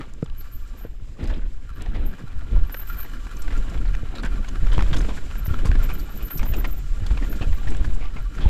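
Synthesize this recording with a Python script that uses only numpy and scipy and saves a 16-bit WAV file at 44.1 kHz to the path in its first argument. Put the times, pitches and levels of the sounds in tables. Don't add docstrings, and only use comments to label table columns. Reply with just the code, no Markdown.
import sys
import numpy as np
from scipy.fft import rfft, irfft, next_fast_len
from scipy.io import wavfile
from scipy.ndimage import uniform_filter1d, map_coordinates

SR = 44100
rng = np.random.default_rng(int(sys.argv[2]) if len(sys.argv) > 2 else 0)


def dump(signal):
    limited = np.clip(np.atleast_2d(signal).T, -1, 1)
    pcm = np.round(limited * 32767).astype(np.int16)
    wavfile.write(sys.argv[1], SR, pcm)


N = 374409


def amp(db):
    return 10 ** (np.asarray(db) / 20)


def unit(x):
    return x / np.sqrt(np.mean(x ** 2) + 1e-20)


def curves(rows):
    times, *columns = np.transpose(rows)
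    return [np.interp(np.arange(N) / SR, times, column) for column in columns]


def wobble(rate):
    knots = rng.standard_normal(int(N * rate / SR) + 4)
    return map_coordinates(knots, [np.arange(N) * rate / SR])


def filtered(x, response):
    size = next_fast_len(len(x) + 8192)
    return irfft(rfft(x, size) * response(np.fft.rfftfreq(size, 1 / SR)), size)[:len(x)]


def coloured(x, eq):
    hz, db = np.transpose(eq)
    return unit(filtered(x, lambda f: amp(np.interp(np.log(f + 1), np.log(hz + 1), db))))


def mode(f, centre_hz, width_hz):
    return 1j * f * width_hz / (centre_hz ** 2 - f * f + 1j * f * width_hz)


def gritty(rate, spread_db, share):
    hits = rng.random(N) < rate / SR
    grains = hits * rng.standard_normal(N) * amp(spread_db * rng.random(N))
    return np.sqrt(share) * unit(grains) + np.sqrt(1 - share) * rng.standard_normal(N)


# (time [s], level [dB])
RUMBLE_LEVEL = [(0.0, -35.5), (0.4, -26.5), (0.85, -34.5), (1.06, -25), (1.18, -38), (1.3, -14),
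                (1.68, -29), (2.08, -13), (2.15, -38), (2.36, -18.5), (2.51, -26), (2.53, -11.5),
                (2.65, -16), (2.72, -29), (2.88, -25.5), (3.33, -29), (3.59, -14.5), (3.74, -26.5),
                (3.81, -18), (4.16, -25), (4.4, -17), (4.45, -22), (4.96, -10.5), (5.22, -23.5),
                (5.75, -13.5), (6.05, -20), (6.1, -31.5), (6.27, -19.5), (6.31, -44), (6.41, -5),
                (6.46, -20), (6.74, -17.5), (7.0, -24.5), (7.07, -15), (7.38, -22.5), (7.52, -10),
                (7.57, -24), (7.78, -11), (8.35, -28.5), (8.49, -8)]
# (frequency [Hz], relative gain [dB])
RUMBLE_EQ = [(4.7, 10.5), (8.0, -5.5), (21, 4.5), (32, 4.5), (110, -21), (140, -22.5), (240, -120)]

def wind_rumble():
    deep = coloured(rng.standard_normal(N), RUMBLE_EQ)
    power = np.abs(uniform_filter1d(deep ** 2, size=5000))
    deep /= power ** 0.4 + 0.054
    surges = amp(2.5 * wobble(rate=13))
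    return amp(curves(RUMBLE_LEVEL)[0]) * unit(surges * deep)


# (time [s], flutter level [dB])
SHAKE_LEVEL = [(0, -38), (.12, -51.5), (.6, -54), (.8, -49), (.92, -53), (1.14, -50.5), (1.22, -38),
               (1.34, -34.5), (1.47, -50.5), (1.74, -50.5), (1.82, -38.5), (1.9, -44.5), (1.96, -35.5),
               (2.08, -41.5), (2.17, -46), (2.45, -48), (2.57, -38.5), (2.75, -50.5), (3.33, -47.5),
               (3.55, -38.5), (3.85, -39.5), (3.95, -47), (4.15, -37.5), (4.5, -44.5), (4.8, -32.5),
               (4.88, -33), (4.95, -33.5), (5.1, -38), (5.2, -41.5), (5.45, -43.5), (5.55, -36),
               (5.75, -36), (6.1, -42.5), (6.3, -45.5), (6.55, -34.5), (6.85, -49.5), (7.05, -41),
               (7.3, -39.5), (7.55, -40), (7.8, -37), (8.1, -44.5), (8.33, -50), (8.49, -29.5)]
# (frequency [Hz], relative gain [dB])
FLUTTER_EQ = [(50, -74), (80, -33), (110, -7.5), (190, -8), (290, -9), (400, -18), (700, -27.5),
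              (1500, -62.5)]

def flutter():
    lumps = amp(0.72 * wobble(13) + 3.7 * wobble(35))
    air = coloured(rng.standard_normal(N), FLUTTER_EQ)
    return amp(curves(SHAKE_LEVEL)[0]) * unit(lumps * air)


def gravel(rate, centre_hz, spread, decay_cycles, spread_db):
    count, n = int(rate * N / SR), np.arange(400)
    starts = (rng.random(count) * N).astype(int)
    pitch, size = rng.standard_normal((2, count, 1))
    hz = np.clip(centre_hz * np.exp(spread * pitch), 300, 9000)
    turns = hz * n / SR
    pings = amp(spread_db * size) * np.sin(2 * np.pi * turns) * turns * np.exp(-turns / decay_cycles)
    return unit(np.bincount((starts[:, None] + n).ravel(), pings.ravel())[:N])


TYRE_DB, CALM_SHAKE_DB = -47, -40.5

def tyre_level():
    return TYRE_DB + 0.92 * (curves(SHAKE_LEVEL)[0] - CALM_SHAKE_DB)


# (frequency [Hz], relative gain [dB])
CRUNCH_EQ = [(200, -21), (400, 5.5), (700, -3), (1300, -5.5), (2500, -2.5), (4000, -8.5), (6000, -51),
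             (10000, -67)]

def tyres(bumps):
    level_db = tyre_level()
    spurts = amp(1.2 * bumps + 1.6 * wobble(70))
    crunch = unit(spurts * coloured(gritty(rate=900, spread_db=8, share=0.21), CRUNCH_EQ))
    stones = gravel(rate=500, centre_hz=1294, spread=0.636, decay_cycles=1.7, spread_db=6)
    stones_db = 0.19 * (level_db - TYRE_DB)
    return amp(level_db - 6) * (crunch + amp(stones_db) * stones)


# (time [s], level [dB])
HISS_FADER = [(0, -63), (.3, -68.5), (.7, -57.5), (.9, -69), (1.15, -61), (1.9, -66.5), (2.4, -63.5),
              (2.75, -60.5), (3.6, -56), (4.2, -60.5), (4.96, -50.5), (5.5, -56), (7, -56), (7.5, -53.5),
              (8.15, -60), (8.49, -56.5)]
# (frequency [Hz], relative gain [dB])
HISS_EQ = [(2500, 2), (4500, 1.5), (6500, -0.5), (7450, 6), (8300, -6), (11000, -10.5), (14500, -13),
           (15300, -48)]

def rolling_hiss(bumps):
    flicker = amp(1.4 * bumps + 1.3 * wobble(60))
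    hiss = coloured(rng.standard_normal(N), HISS_EQ)
    return amp(curves(HISS_FADER)[0]) * unit(flicker * hiss)


# (time [s], level [dB])
RUB_LEVEL = [(0, -54), (.15, -62), (.32, -55), (.6, -54.5), (.85, -57), (1, -92), (1.5, -80), (1.66, -53.5),
             (2, -53.5), (2.6, -51.5), (2.9, -47.5), (3.9, -48.5), (4.5, -49.5), (5.3, -50), (5.8, -46.5),
             (6.7, -55.5), (7.2, -51), (7.7, -51), (8.1, -55.5), (8.2, -48.5), (8.49, -54)]
# (frequency [Hz], bandwidth [Hz], relative gain [dB])
DISC_MODES = [(1172, 18, 11), (1390, 85, 11), (1595, 117, 7), (2368, 73, 2), (2932, 49, 4), (3890, 76, -3),
              (4900, 25, -48)]

def brake_rub():
    drag = gritty(rate=400, spread_db=13, share=0.41)
    grip_db = 1.9 * wobble(40)
    disc = np.zeros(N)
    for hz, width_hz, db in DISC_MODES:
        chirp_db = 8000 / (hz + 400) * wobble(50)
        disc += filtered(amp(db + grip_db + chirp_db) * drag, lambda f: mode(f, hz, width_hz))
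    return amp(curves(RUB_LEVEL)[0]) * unit(disc)


def whine():
    return amp(-79) * unit(filtered(rng.standard_normal(N), lambda f: mode(f, 5050, 60) ** 2))


def contacts(rows, relative_width, crunch_eq, crunch_db, fall_db):
    out, t = np.zeros(N + SR), np.arange(SR // 6) / SR
    for start, db, hz, length in rows:
        length = max(length, 0.002)
        attack = 1 - np.exp(-t / (0.00012 + 0.085 * length))
        decay = amp(-fall_db * (t / length) ** 2.3)
        noise = rng.standard_normal(len(t))
        rattle_db = 4 * np.repeat(rng.standard_normal(len(t) // 50 + 1), 50)[:len(t)]
        burst = filtered(noise * amp(rattle_db) * attack * decay,
                         lambda f: mode(f, hz, relative_width * hz) ** 2 + amp(crunch_db) * crunch_eq(f))
        rms = np.sqrt(np.sum(burst ** 2) / (length * SR))
        out[round(start * SR):][:len(t)] += amp(db) * burst / rms
    return out[:N]


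def small_clacks(rate, ring_hz, length_s):
    timing, strength, pitch, stretch = rng.standard_normal((int(N / SR * rate), 4)).T
    starts = np.clip((np.arange(len(timing)) + 0.5 + 0.4 * timing) / rate, 0, (N - 1) / SR)
    db = tyre_level()[(starts * SR).astype(int)] - 3 + 2 * strength
    return list(zip(starts, db, ring_hz * np.exp(0.24 * pitch), length_s * np.exp(0.34 * stretch)))


# (time [s], level [dB], ring pitch [Hz], length [s])
FRAME_HITS = [(0.007, -41, 1210, 0.022), (0.225, -42.5, 1250, 0.0055), (0.259, -44, 3000, 0.0037),
              (0.83, -53, 1510, 0.039), (0.298, -48, 2880, 0.0041), (0.405, -53.5, 4300, 0.016),
              (1.226, -47, 1720, 0.025), (1.273, -47, 1450, 0.03), (1.295, -42.5, 1640, 0.026),
              (1.185, -51, 1510, 0.035), (1.36, -50, 1270, 0.012), (1.41, -52, 1480, 0.028),
              (1.856, -43, 1770, 0.0099), (1.939, -44, 1830, 0.032), (2.548, -48, 980, 0.028),
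              (2.694, -45, 1490, 0.026), (2.743, -29.5, 1570, 0.0041), (2.789, -46, 1500, 0.032),
              (2.18, -49, 1150, 0.024), (2.31, -52, 1170, 0.018), (2.41, -47, 1200, 0.013),
              (2.965, -47, 1480, 0.021), (2.99, -47, 1350, 0.016), (3.165, -48, 1570, 0.011),
              (3.32, -49, 1190, 0.017), (3.741, -43, 1300, 0.017), (3.851, -43.5, 1390, 0.014),
              (0.465, -60, 4640, 0.018), (6.456, -40, 750, 0.011), (7.03, -46.5, 1600, 0.018),
              (3.044, -44, 1580, 0.018), (3.266, -41, 1520, 0.0075), (3.478, -36.5, 1450, 0.0075),
              (3.505, -40.5, 1770, 0.011), (3.522, -40, 1470, 0.012), (3.678, -44, 1390, 0.013),
              (3.774, -43, 3220, 0.0057), (3.936, -41, 1500, 0.011), (3.95, -31.5, 1460, 0.0017),
              (4.151, -40.5, 3850, 0.011), (4.181, -40.5, 4000, 0.016), (4.232, -34, 1510, 0.031),
              (4.355, -43, 1550, 0.0077), (4.441, -39.5, 1440, 0.01), (4.477, -41.5, 3120, 0.014),
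              (4.555, -37, 1200, 0.0062), (4.668, -36, 1370, 0.0052), (4.715, -38, 3120, 0.033),
              (4.779, -25, 980, 0.0025), (4.791, -28.5, 1600, 0.0066), (4.806, -29.5, 1160, 0.0062),
              (4.822, -28.5, 1840, 0.0035), (4.928, -31, 3120, 0.016), (4.942, -29, 1480, 0.0041),
              (4.962, -35.5, 3500, 0.012), (5.004, -35, 1470, 0.0067), (5.045, -38, 730, 0.0068),
              (5.08, -41.5, 1000, 0.044), (5.085, -43.5, 3180, 0.02), (5.168, -40, 1490, 0.018),
              (5.303, -42.5, 2590, 0.0081), (5.354, -38.5, 1550, 0.005), (5.458, -39.5, 1490, 0.008),
              (5.538, -31, 1300, 0.007), (5.647, -36, 1030, 0.025), (5.715, -27, 1500, 0.0026),
              (5.753, -34, 1610, 0.0066), (5.889, -37, 2290, 0.026), (6.205, -44.5, 2320, 0.018),
              (6.3, -40.5, 1380, 0.018), (6.39, -40, 2140, 0.029), (6.427, -34.5, 880, 0.0094),
              (6.536, -33.5, 2550, 0.0095), (6.605, -42, 1550, 0.0052), (6.642, -30.5, 1900, 0.013),
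              (6.643, -36, 1040, 0.011), (7.063, -40, 3200, 0.008), (7.105, -37.5, 895, 0.0075),
              (7.172, -35.5, 2330, 0.0076), (7.221, -41, 1830, 0.028), (7.326, -38, 1400, 0.009),
              (7.411, -35, 2460, 0.023), (7.525, -39, 1820, 0.0054), (7.671, -36.5, 1700, 0.014),
              (7.747, -36.5, 1650, 0.0035), (7.843, -36, 1530, 0.011), (8.004, -44, 2070, 0.043),
              (8.052, -43.5, 2360, 0.0096), (8.158, -41.5, 2090, 0.022), (8.18, -44.5, 1400, 0.016),
              (8.35, -43.5, 1490, 0.0036), (8.376, -39, 1370, 0.015), (8.405, -41, 3140, 0.044)]

def frame_clacks():
    hits = FRAME_HITS + small_clacks(rate=4, ring_hz=1610, length_s=0.016)
    return contacts(hits, relative_width=0.23, crunch_db=-3, fall_db=5,
                    crunch_eq=lambda f: mode(f, 804, 2170) ** 2 * mode(f, 1180, 4400))


# (time [s], level [dB], ring pitch [Hz], length [s])
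CHAIN_HITS = [(0.135, -47, 6940, 0.0022), (0.42, -58, 7400, 0.003), (0.675, -55, 7400, 0.0022),
              (0.241, -53, 7300, 0.0049), (1.238, -47.5, 4930, 0.0043), (1.273, -48, 4960, 0.0055),
              (1.82, -40.5, 7300, 0.0021), (2.876, -53.5, 7400, 0.012), (3.367, -43.5, 6200, 0.0034),
              (3.419, -41, 7300, 0.0049), (3.565, -51.5, 7000, 0.019), (3.695, -52.0, 7060, 0.008),
              (3.949, -51, 6460, 0.0032), (4.153, -48, 7300, 0.004), (4.225, -51, 7350, 0.006),
              (4.233, -46, 4600, 0.0045), (4.247, -47, 7010, 0.01), (4.485, -42.5, 6250, 0.005),
              (4.732, -43, 7350, 0.0037), (4.823, -42, 5260, 0.0019), (4.943, -45, 4600, 0.0061),
              (4.966, -40, 5300, 0.0067), (4.983, -41, 6270, 0.008), (5.01, -43.5, 5150, 0.0057),
              (5.466, -47.5, 5770, 0.005), (5.651, -42.5, 4850, 0.017), (5.677, -50, 7270, 0.0049),
              (5.829, -47.5, 7300, 0.011), (5.994, -46, 4650, 0.0088), (6.374, -42.5, 5640, 0.015),
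              (6.431, -45, 6300, 0.0032), (6.535, -50, 6900, 0.014), (6.564, -48, 7440, 0.008),
              (7.063, -42.5, 4550, 0.0059), (7.314, -53, 6660, 0.0081), (7.356, -50, 4660, 0.005),
              (7.678, -52, 5390, 0.012), (7.701, -46.5, 7450, 0.0073), (7.767, -47, 7500, 0.0048),
              (7.841, -51.5, 4600, 0.018), (7.933, -52, 7220, 0.016), (8.349, -52, 6140, 0.006)]

def chain_ticks():
    return contacts(CHAIN_HITS, relative_width=0.096, crunch_db=-7, fall_db=3,
                    crunch_eq=lambda f: mode(f, 5800, 4700) ** 2)


# (time [s], level [dB], pitch [Hz], ring send [dB])
LOW_PULSES = [(0.227, -12, 147, -10.5), (0.85, -27, 100, -3), (1.022, -27.5, 90, -47),
              (1.191, -31, 169, -8), (1.228, -16.5, 76.5, -22), (1.781, -33, 91, -24),
              (2.238, -21, 127, -29), (2.527, -24, 70.6, -22), (3.509, -30, 95, -18),
              (3.803, -23, 204, -15.5), (4.032, -24, 110, -12), (4.242, -16, 204, -21),
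              (4.626, -24, 101, -33), (4.779, -12, 91, -11), (4.921, -18, 129, -31), (5.047, -34.5, 83, 4),
              (5.088, -27, 99, -2), (5.48, -13, 84, -35), (5.509, -11.5, 80, -31), (5.654, -15, 91, -13),
              (5.692, -7, 71, -43), (5.753, -17, 242, -22), (5.884, -24, 87, -22), (6.358, -20, 132, -35),
              (6.425, -28, 110, -17), (6.5, -12.5, 67.4, -48), (7.022, -14.5, 77.4, -42),
              (7.108, -29, 90, -5.5), (7.41, -18, 100, -15), (7.468, -16.5, 74.6, -20),
              (7.67, -17, 87.5, -26), (8.01, -37, 90, 3), (8.159, -25, 158, -20), (8.459, -4, 61.7, -29)]
# (frequency [Hz], gain [dB], time to fall 60 dB [s])
HOUSING_MODES = [(452, 6, 0.027), (557, -8, 0.023), (316, 5.5, 0.022)]

def thumps_and_swells():
    out, t = np.zeros(N + SR), np.arange(SR // 6) / SR
    attack = 1 - np.exp(-t / 0.0012)
    for start, db, hz, ring_db in LOW_PULSES:
        body = -np.sin(2 * np.pi * hz * t) * np.exp(-1.3 * hz * t)
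        ring = sum(amp(mode_db + rng.normal(0, 0.93) - 60 * t / t60) * np.sin(2 * np.pi * mode_hz * t)
                   for mode_hz, mode_db, t60 in HOUSING_MODES)
        pulse = body / np.abs(body).max() + amp(ring_db) * ring
        out[round(start * SR):][:len(t)] += amp(db) * pulse * attack
    return out[:N]


# (centre time [s], level [dB], pitch [Hz], hold [s])
PAD_GRABS = [(0.396, -45.5, 12850, 0.023), (.45, -63, 12900, .02), (0.544, -48.5, 13300, .03),
             (.61, -60, 13400, .05), (0.793, -51, 13230, 0.018), (0.826, -46, 13100, 0.017),
             (1.764, -61, 13200, 0.018), (2.07, -46, 13100, .01), (2.678, -59, 12900, .01),
             (2.734, -39, 12960, 0.011), (2.788, -37, 13100, 0.037), (2.817, -41, 13450, .015),
             (2.91, -43, 13250, .07), (3.008, -38.5, 13250, 0.058), (3.093, -66, 13200, 0.043),
             (3.28, -68, 13000, .01), (3.35, -65, 13100, 0.028), (3.398, -50, 12900, 0.012),
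             (5.39, -46.5, 12960, 0.007), (5.463, -39, 13160, 0.013), (5.845, -41, 13400, 0.0087),
             (5.943, -40, 13300, 0.0077), (5.991, -40, 13450, .01), (6.018, -48, 13050, .04),
             (6.114, -49, 13100, .015), (6.165, -49, 13300, .04), (6.256, -45.5, 13100, 0.045),
             (6.348, -38, 13250, 0.067), (6.489, -42, 13600, 0.061), (6.582, -42, 13550, 0.041),
             (6.68, -44, 13800, 0.0093), (6.723, -45, 13700, 0.016), (6.775, -49, 13900, 0.0097),
             (7.27, -58, 13300, .04), (7.316, -43, 13200, .02), (7.551, -54, 13700, 0.013),
             (7.6, -64, 13700, .03), (8.225, -67, 13400, .015)]
# (time [s], depth [Hz])
SQUEAL_JITTER = [(0, 45), (1, 45), (2, 150), (8.49, 190)]

def brake_squeal():
    attack_db_per_s, release_db_per_s = 1200, 800
    tail_db, tail_db_per_s = -17.5, 120
    t = np.arange(N) / SR
    chatter = unit(amp(3.5 * wobble(200) + 2 * wobble(30)))
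    level_db = np.full(N, -200.0)
    for centre, db, _, hold in PAD_GRABS:
        before = np.maximum(centre - hold / 2 - t, 0)
        after = np.maximum(t - centre - hold / 2, 0)
        release_db = np.maximum(-release_db_per_s * after, tail_db - tail_db_per_s * after)
        level_db = np.maximum(level_db, db - attack_db_per_s * before + release_db)
    pitch_hz = curves(PAD_GRABS)[1] + curves(SQUEAL_JITTER)[0] * wobble(500)
    tone = np.sqrt(2) * np.sin(2 * np.pi * np.cumsum(pitch_hz) / SR)
    return amp(level_db) * chatter * tone


def scene():
    buffeting = wind_rumble() + flutter()
    bumps = wobble(rate=25)
    bed = buffeting + tyres(bumps) + rolling_hiss(bumps) + brake_rub() + whine()
    return (bed + frame_clacks() + chain_ticks() + thumps_and_swells() + brake_squeal())[None]


def record(dry):
    return filtered(dry[0], lambda hz: hz < 15364)[None]


dry = scene()
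out = record(dry)
dump(out)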